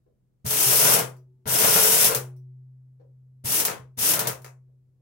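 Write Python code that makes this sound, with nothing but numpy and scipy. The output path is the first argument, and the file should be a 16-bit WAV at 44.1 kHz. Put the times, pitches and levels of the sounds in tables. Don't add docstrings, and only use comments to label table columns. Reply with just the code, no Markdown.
import sys
import numpy as np
from scipy import signal
from scipy.fft import rfft, irfft, next_fast_len
from scipy.io import wavfile

SR = 44100
rng = np.random.default_rng(int(sys.argv[2]) if len(sys.argv) > 2 else 0)


def unload_wav(signal):
    wavfile.write(
        sys.argv[1],
        SR,
        np.round(np.clip(np.atleast_2d(signal).T, -1, 1) * 32767).astype(np.int16),
    )


N = 221117
TIME = np.arange(N) / SR

# on_s, off_s, flow_db, spin_up_s, top_hz, coast_s, jolt_db
TRIGGER_PULLS = [(0.445, 0.94, -19, 0.13, 481, .07, -16), (1.458, 2.065, -19, 0.094, 477.5, .07, -17),
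                 (3.439, 3.583, -21.5, .06, 349, .17, -16.5),
                 (3.97, 4.112, -19.5, 0.060258, 350, .17, -19.5)]
# start_s, level_db
HAMMER_CLACKS = [(.508, 3.5), (.602, 4.5), (.991, 4.5), (2.045, 11.5), (2.148, 7.5), (3.545, 1.5),
                 (3.600, 6.5), (3.651, 9), (4.137, 6.5), (4.193, 7), (4.272, 6), (4.419, -27.5),
                 (4.445, -21.5)]
# start_s, level_db
SOCKET_SCUFFS = [(0.062, -60.5), (2.099, -27.5), (2.997, -49.5), (4.68, -66.5), (4.995, -70)]
# start_s, level_db
TRIGGER_TICKS = [(1.167, -50), (2.365, -54)]
# start_s, level_db
ROD_DROPS = [(1.018, -3.5), (3.683, 5.5), (4.168, 0.5), (4.207, 0.5), (4.297, -1.5), (4.446, -9)]
# start_s, stop_s, full_db, growth_db, rise_s
ROD_TURNS = [(0.453, 0.994, -25, 16.5, 0.39), (1.456, 2.15, -28.5, 4.5, 0.085),
             (3.446, 3.723, -35.5, 9.5, 0.15), (3.979, 4.28, -32.5, 11, 0.13)]
# centre_s, boost_db
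THREAD_BINDS = [(.53, 4.5), (.88, 2), (1.65, 5), (1.77, 6.5), (2.095, 1.5), (4.205, 3.5)]
# start_s, level_db
SHELL_BOOMS = [(.45, -35.5), (.655, -31.5), (.885, -35), (1.46, -35), (1.675, -38.5), (2.15, -33.5),
               (3.435, -38.5), (4.15, -41.5), (4.255, -36.5)]
# start_s, level_db, fade_db_per_s
SHELL_RINGS = [(1.0, -39, 59), (2.2, -39.5, 17.5), (3.06, -53.5, -1), (3.76, -46.5, 34), (4.38, -46, 30.5)]

# freq_hz, level_db, t60_s
SHELL_MODES = [(255, -12, 0.67), (367, -6.5, 0.81), (375.3, -24, 2.2), (447, -17, 0.69), (505.8, 4.5, 0.23),
               (634, 3, 0.4), (704, -5.5, 0.18), (877, -46.5, 3), (1057, -4.5, .3), (1442, -0.5, .2)]
# freq_hz, level_db, t60_s
SPRING_MODES = [(5450, -6.5, .16), (5560, -1, .14), (5840, 4, .12), (6471, -25.5, .1)]

# freq_hz, gain_db
AIR_SPECTRUM = [(12, -26), (25, -12), (45, -1.5), (65, -7), (100, -3.5), (200, -8.5), (300, -15.5),
                (450, -19), (700, -29), (1000, -34), (3000, -43.5), (16000, -44)]
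# freq_hz, gain_db
SCUFF_SPECTRUM = [(60, -14), (250, -9.5), (420, 8), (520, 9.5), (750, -4.5), (1200, -19.5), (2500, -34),
                  (6000, -44), (16000, -62)]
# freq_hz, gain_db
EXHAUST_SPECTRUM = [(40, -26.5), (150, -11.5), (400, -13.5), (1000, -10), (2100, -8.5), (2900, -3.5),
                    (4300, -11), (5100, -5.5), (5700, -3), (6500, -5.5), (8000, -0.5), (10000, 3),
                    (12500, 1.5), (16000, -1)]
# freq_hz, gain_db
JOLT_SPECTRUM = [(20, -37.5), (40, -18.5), (65, -7), (110, 2), (200, -6), (330, -23), (1000, -37),
                 (16000, -68)]
# freq_hz, gain_db
THREAD_SPECTRUM = [(40, -34), (100, -11), (190, -4), (310, -16), (440, 3), (510, -1), (580, -3.5),
                   (800, -4), (1500, -7), (2200, -14), (3000, -14), (6000, -27), (16000, -32)]
# freq_hz, gain_db
STEEL_SPECTRUM = [(100, -19), (500, -13.5), (1500, -7.5), (2900, -2), (4200, -4), (5700, -1), (7500, 0.5),
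                  (10500, 4.5), (16000, 6)]
# freq_hz, gain_db
RATTLE_SPECTRUM = [(60, -14.5), (250, -13), (450, 3.5), (800, 0), (1500, -1.5), (2200, -3), (3500, -18),
                   (7000, -11.5), (16000, -22)]

# freq_hz, t60_s
ROOM_DECAY = [(100, 0.32), (500, 0.29), (1500, 0.23), (4000, 0.17), (10000, 0.22), (16000, .17)]
# freq_hz, correlation
STEREO_LIKENESS = [(120, 0.38), (300, .65), (600, 0.29), (1500, .2), (4000, 0.061), (16000, 0)]
# freq_hz, left_minus_right_db
SHADOW_BALANCE = [(120, -1), (450, 6), (700, 1.5), (1000, -1), (1350, 6.5), (2100, 2.5), (3100, 5.5),
                  (4700, 12.5), (5800, 14.5), (7500, 6.5), (9500, 1), (12000, -1.5), (15500, 4)]


def from_db(db):
    return 10 ** (np.asarray(db) / 20)


def rms_one(x):
    return x / np.sqrt(np.mean(x ** 2) + 1e-20)


def at_hz(table, hz):
    freqs_hz, values = np.transpose(table)
    return np.interp(np.log(np.maximum(hz, 1)), np.log(freqs_hz), values)


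def drift(rate_hz):
    knots = rng.standard_normal(int(rate_hz * N / SR) + 2)
    return rms_one(np.interp(TIME * rate_hz, np.arange(len(knots)), knots))


def colour(x, spectrum):
    length = x.shape[-1]
    size = 2 * next_fast_len(length // 2 + SR // 10)
    gain = rms_one(from_db(at_hz(spectrum, np.fft.rfftfreq(size, 1 / SR))))
    cepstrum = irfft(np.log(gain))
    cepstrum[1:size // 2] *= 2
    cepstrum[size // 2 + 1:] = 0
    return irfft(rfft(x, size) * np.exp(rfft(cepstrum, size)))[..., :length]


def ring(force, hz, t60_s):
    radius, step_rad = from_db(-60 / (t60_s * SR)), 2 * np.pi * hz / SR
    feedback = [1, -2 * radius * np.cos(step_rad), radius ** 2]
    return signal.lfilter([0, np.sin(step_rad)], feedback, force + 1e-18)


def clicks(times_s, levels_db):
    out = np.zeros(N)
    out[np.clip(np.round(np.asarray(times_s) * SR).astype(int), 0, N - 1)] = from_db(levels_db)
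    return out


def strikes(times_s, levels_db, decay_s):
    pole = np.exp(-1 / (decay_s * SR))
    envelope = signal.lfilter([1], [1, -pole], clicks(times_s, levels_db) + 1e-18)
    return envelope * rng.standard_normal(N)


def swell(start_s, rise_s, fade_db_per_s):
    age_s = TIME - start_s
    return np.clip(age_s / rise_s, 0, 1) * from_db(-fade_db_per_s * np.maximum(age_s - rise_s, 0))


def stereo_noise(size):
    mid, side = rfft(rng.standard_normal((2, size)))
    alike = np.clip(at_hz(STEREO_LIKENESS, np.fft.rfftfreq(size, 1 / SR)), -1, 1)
    return irfft(np.sqrt(1 + alike) * mid + np.sqrt(1 - alike) * side * [[1], [-1]], size)


def basement(x, spectrum, direct_db, near_db=-20, near_s=0.0012, right_lag_samples=20):
    size = SR // 2
    hz = np.fft.rfftfreq(size, 1 / SR)
    noise = rfft(stereo_noise(size))
    edges_hz = np.geomspace(20, SR / 2, 11)
    path = 0
    for low, high in zip(edges_hz, edges_hz[1:]):
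        band = irfft(noise * (hz >= low) * (hz < high), size)
        fade = np.exp(-np.log(1000) * TIME[:size] / at_hz(ROOM_DECAY, np.sqrt(low * high)))
        path += band * fade / np.linalg.norm(fade)
    near = np.exp(-TIME[:size] / near_s)
    path += from_db(near_db) * stereo_noise(size) * near / np.linalg.norm(near)
    path[[0, 1], [0, right_lag_samples]] += from_db(direct_db)
    path = colour(path, spectrum) / np.linalg.norm(from_db([0, direct_db, near_db]))
    return signal.fftconvolve(x[None], path, axes=1)[:, :N]


def body_shadow(x):
    size = next_fast_len(N + SR // 10)
    balance_db = at_hz(SHADOW_BALANCE, np.fft.rfftfreq(size, 1 / SR))
    return irfft(rfft(x, size) * from_db(balance_db * [[.5], [-.5]]), size)[:, :N]


def still_air(level_db):
    return from_db(level_db) * colour(stereo_noise(N), AIR_SPECTRUM)


def shell_hum(force, mode_hz, idle_db, driven_db, throb_db, waver, damp_db_per_s):
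    power = (force * from_db(driven_db + throb_db * drift(22))) ** 2 + from_db(idle_db) ** 2
    for start_s, db in SHELL_BOOMS:
        power += (from_db(db) * swell(start_s, rise_s=0.021, fade_db_per_s=138.5)) ** 2
    for start_s, db, fade_db_per_s in SHELL_RINGS:
        next_pull_s = min([on_s for on_s, *_ in TRIGGER_PULLS if on_s > start_s], default=np.inf)
        damped_db = damp_db_per_s * np.maximum(TIME - next_pull_s, 0)
        ring_out = swell(start_s, rise_s=.04, fade_db_per_s=fade_db_per_s)
        power += (from_db(db - damped_db) * ring_out) ** 2
    turning = sum((TIME >= start_s) & (TIME <= stop_s) for start_s, stop_s, *_ in ROD_TURNS)
    pitch_hz = mode_hz * (1 + waver * turning * drift(25))
    hum = np.sqrt(2 * power) * np.sin(2 * np.pi * np.cumsum(pitch_hz) / SR)
    return hum * from_db([[.4], [-.4]])


def socket_scuffs(gain_db):
    scuffs = strikes(*np.transpose(SOCKET_SCUFFS), decay_s=.018)
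    return from_db(gain_db) * basement(scuffs, SCUFF_SPECTRUM, direct_db=-2.5)


def throttle(open_s, shut_s, flow_exponent):
    flow, vane_hz = 0, 0
    for on_s, off_s, flow_db, spin_up_s, top_hz, coast_s, _ in TRIGGER_PULLS:
        held_s = np.clip(TIME - on_s, 0, off_s - on_s)
        released_s = np.maximum(TIME - off_s, 0)
        speed = 1 - np.exp(-held_s / spin_up_s)
        valve = (1 - np.exp(-held_s / open_s)) * np.exp(-released_s / shut_s)
        flow += from_db(flow_db) * valve * speed ** flow_exponent
        vane_hz += top_hz * speed * np.exp(-released_s / coast_s)
    return flow, vane_hz


def exhaust(flow, cycles, chop, flutter_db, ports):
    puffs = flow * (1 + chop * np.cos(2 * np.pi * cycles)) * from_db(flutter_db * drift(150))
    jets = [basement(puffs * rng.standard_normal(N), EXHAUST_SPECTRUM, direct_db=-5)
            for _ in range(ports)]
    return sum(jets) / np.sqrt(ports)


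def rotor_growl(vane_hz, cycles, gain_db, overtone_step_db, fade_below_hz):
    tone = sum(from_db(overtone_step_db * k) * np.sin(2 * np.pi * (k + 1) * cycles) for k in range(4))
    spinning = 1 - np.exp(-(vane_hz / fade_below_hz) ** 4)
    return basement(from_db(gain_db) * tone * spinning, [(20, 0.0079), (20000, 0)], direct_db=-3)


def lid_jolts(gain_db, decay_s):
    on_s, *_, jolt_db = np.transpose(TRIGGER_PULLS)
    return from_db(gain_db) * basement(strikes(on_s, jolt_db, decay_s), JOLT_SPECTRUM, direct_db=4.5)


def thread_force(bind_s, run_out_db_per_s):
    force = 0
    for start_s, stop_s, full_db, growth_db, rise_s in ROD_TURNS:
        slack = np.clip(1 - (TIME - start_s) / rise_s, 0, 1)
        run_out_db = run_out_db_per_s * np.maximum(TIME - stop_s, 0)
        force += (TIME >= start_s) * from_db(full_db - growth_db * slack - run_out_db)
    bind_db = sum(db * np.exp(-((TIME - centre_s) / bind_s) ** 2) for centre_s, db in THREAD_BINDS)
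    return force * from_db(bind_db)


def grinding(force, slips_per_s, spread_db, gain_db, shell_db):
    sizes = from_db(spread_db * np.minimum(rng.exponential(1, N), 4)) * rng.choice([-1, 1], N)
    slips = rms_one(sizes * (rng.random(N) < slips_per_s / SR))
    jerks = from_db(gain_db) * force * slips
    shell = sum(from_db(db + shell_db) * ring(jerks, hz, t60_s) for hz, db, t60_s in SHELL_MODES)
    return basement(jerks, THREAD_SPECTRUM, direct_db=-0.5) + shell


def hammer(flow, cycles, cycles_per_blow, blow_db, bounce_s, thud_db):
    blow_samples = np.flatnonzero(np.diff(np.floor(cycles / cycles_per_blow)) > 0)
    uneven_db = rng.uniform(-4, 4, N)[blow_samples]
    chatter = flow * strikes(blow_samples / SR, blow_db + uneven_db, bounce_s)
    first_catch_s = np.array(TRIGGER_PULLS)[:, 0] + .018
    clacks = clicks(*np.transpose(HAMMER_CLACKS)) + clicks(first_catch_s, levels_db=-2.5)
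    thuds = from_db(thud_db) * basement(clacks, THREAD_SPECTRUM, direct_db=-10.5)
    return basement(chatter + clacks, STEEL_SPECTRUM, direct_db=-9, near_db=-9, near_s=0.0063) + thuds


def rod_rattle(gain_db, contacts, bounce_s, loss_db):
    drop_s, drop_db = np.transpose(ROD_DROPS)
    bounces = sum(clicks(drop_s + k * bounce_s, drop_db - k * loss_db) for k in range(contacts))
    return from_db(gain_db) * basement(bounces, RATTLE_SPECTRUM, direct_db=-1, near_db=-8.5)


def trigger_ticks(spring_db):
    ticks = strikes(*np.transpose(TRIGGER_TICKS), decay_s=0.00088)
    spring = sum(from_db(db + spring_db) * ring(ticks, hz, t60_s) for hz, db, t60_s in SPRING_MODES)
    return basement(ticks + spring, STEEL_SPECTRUM, direct_db=-1.5)


def scene():
    flow, vane_hz = throttle(open_s=0.0042, shut_s=0.029, flow_exponent=0.81)
    cycles = np.cumsum(vane_hz * (1 + .04 * drift(60))) / SR
    wrench = exhaust(flow, cycles, chop=.25, flutter_db=1.28, ports=4)
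    wrench += hammer(flow, cycles, cycles_per_blow=10.5, blow_db=7, bounce_s=0.0016, thud_db=-18)
    wrench += rotor_growl(vane_hz, cycles, gain_db=-45, overtone_step_db=-6.5, fade_below_hz=123)
    wrench += lid_jolts(gain_db=-14.5, decay_s=0.031)
    force = thread_force(bind_s=.028, run_out_db_per_s=280.5)
    rod = grinding(force, slips_per_s=1500, spread_db=4.5, gain_db=-2.5, shell_db=-47.5)
    air = still_air(level_db=-74)
    hum = shell_hum(force, mode_hz=128.8, idle_db=-71, driven_db=-17.5, throb_db=4,
                    waver=0.02, damp_db_per_s=304)
    scuffs = socket_scuffs(gain_db=-1)
    rattle = rod_rattle(gain_db=-7.5, contacts=3, bounce_s=.017, loss_db=5)
    ticks = trigger_ticks(spring_db=-38)
    return body_shadow(wrench + rod + scuffs + rattle + ticks) + hum + air


def record(dry):
    cutoff_hz = 15850
    return signal.sosfilt(signal.ellip(12, .2, 80, cutoff_hz, fs=SR, output="sos"), dry)


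dry = scene()
out = record(dry)
unload_wav(out)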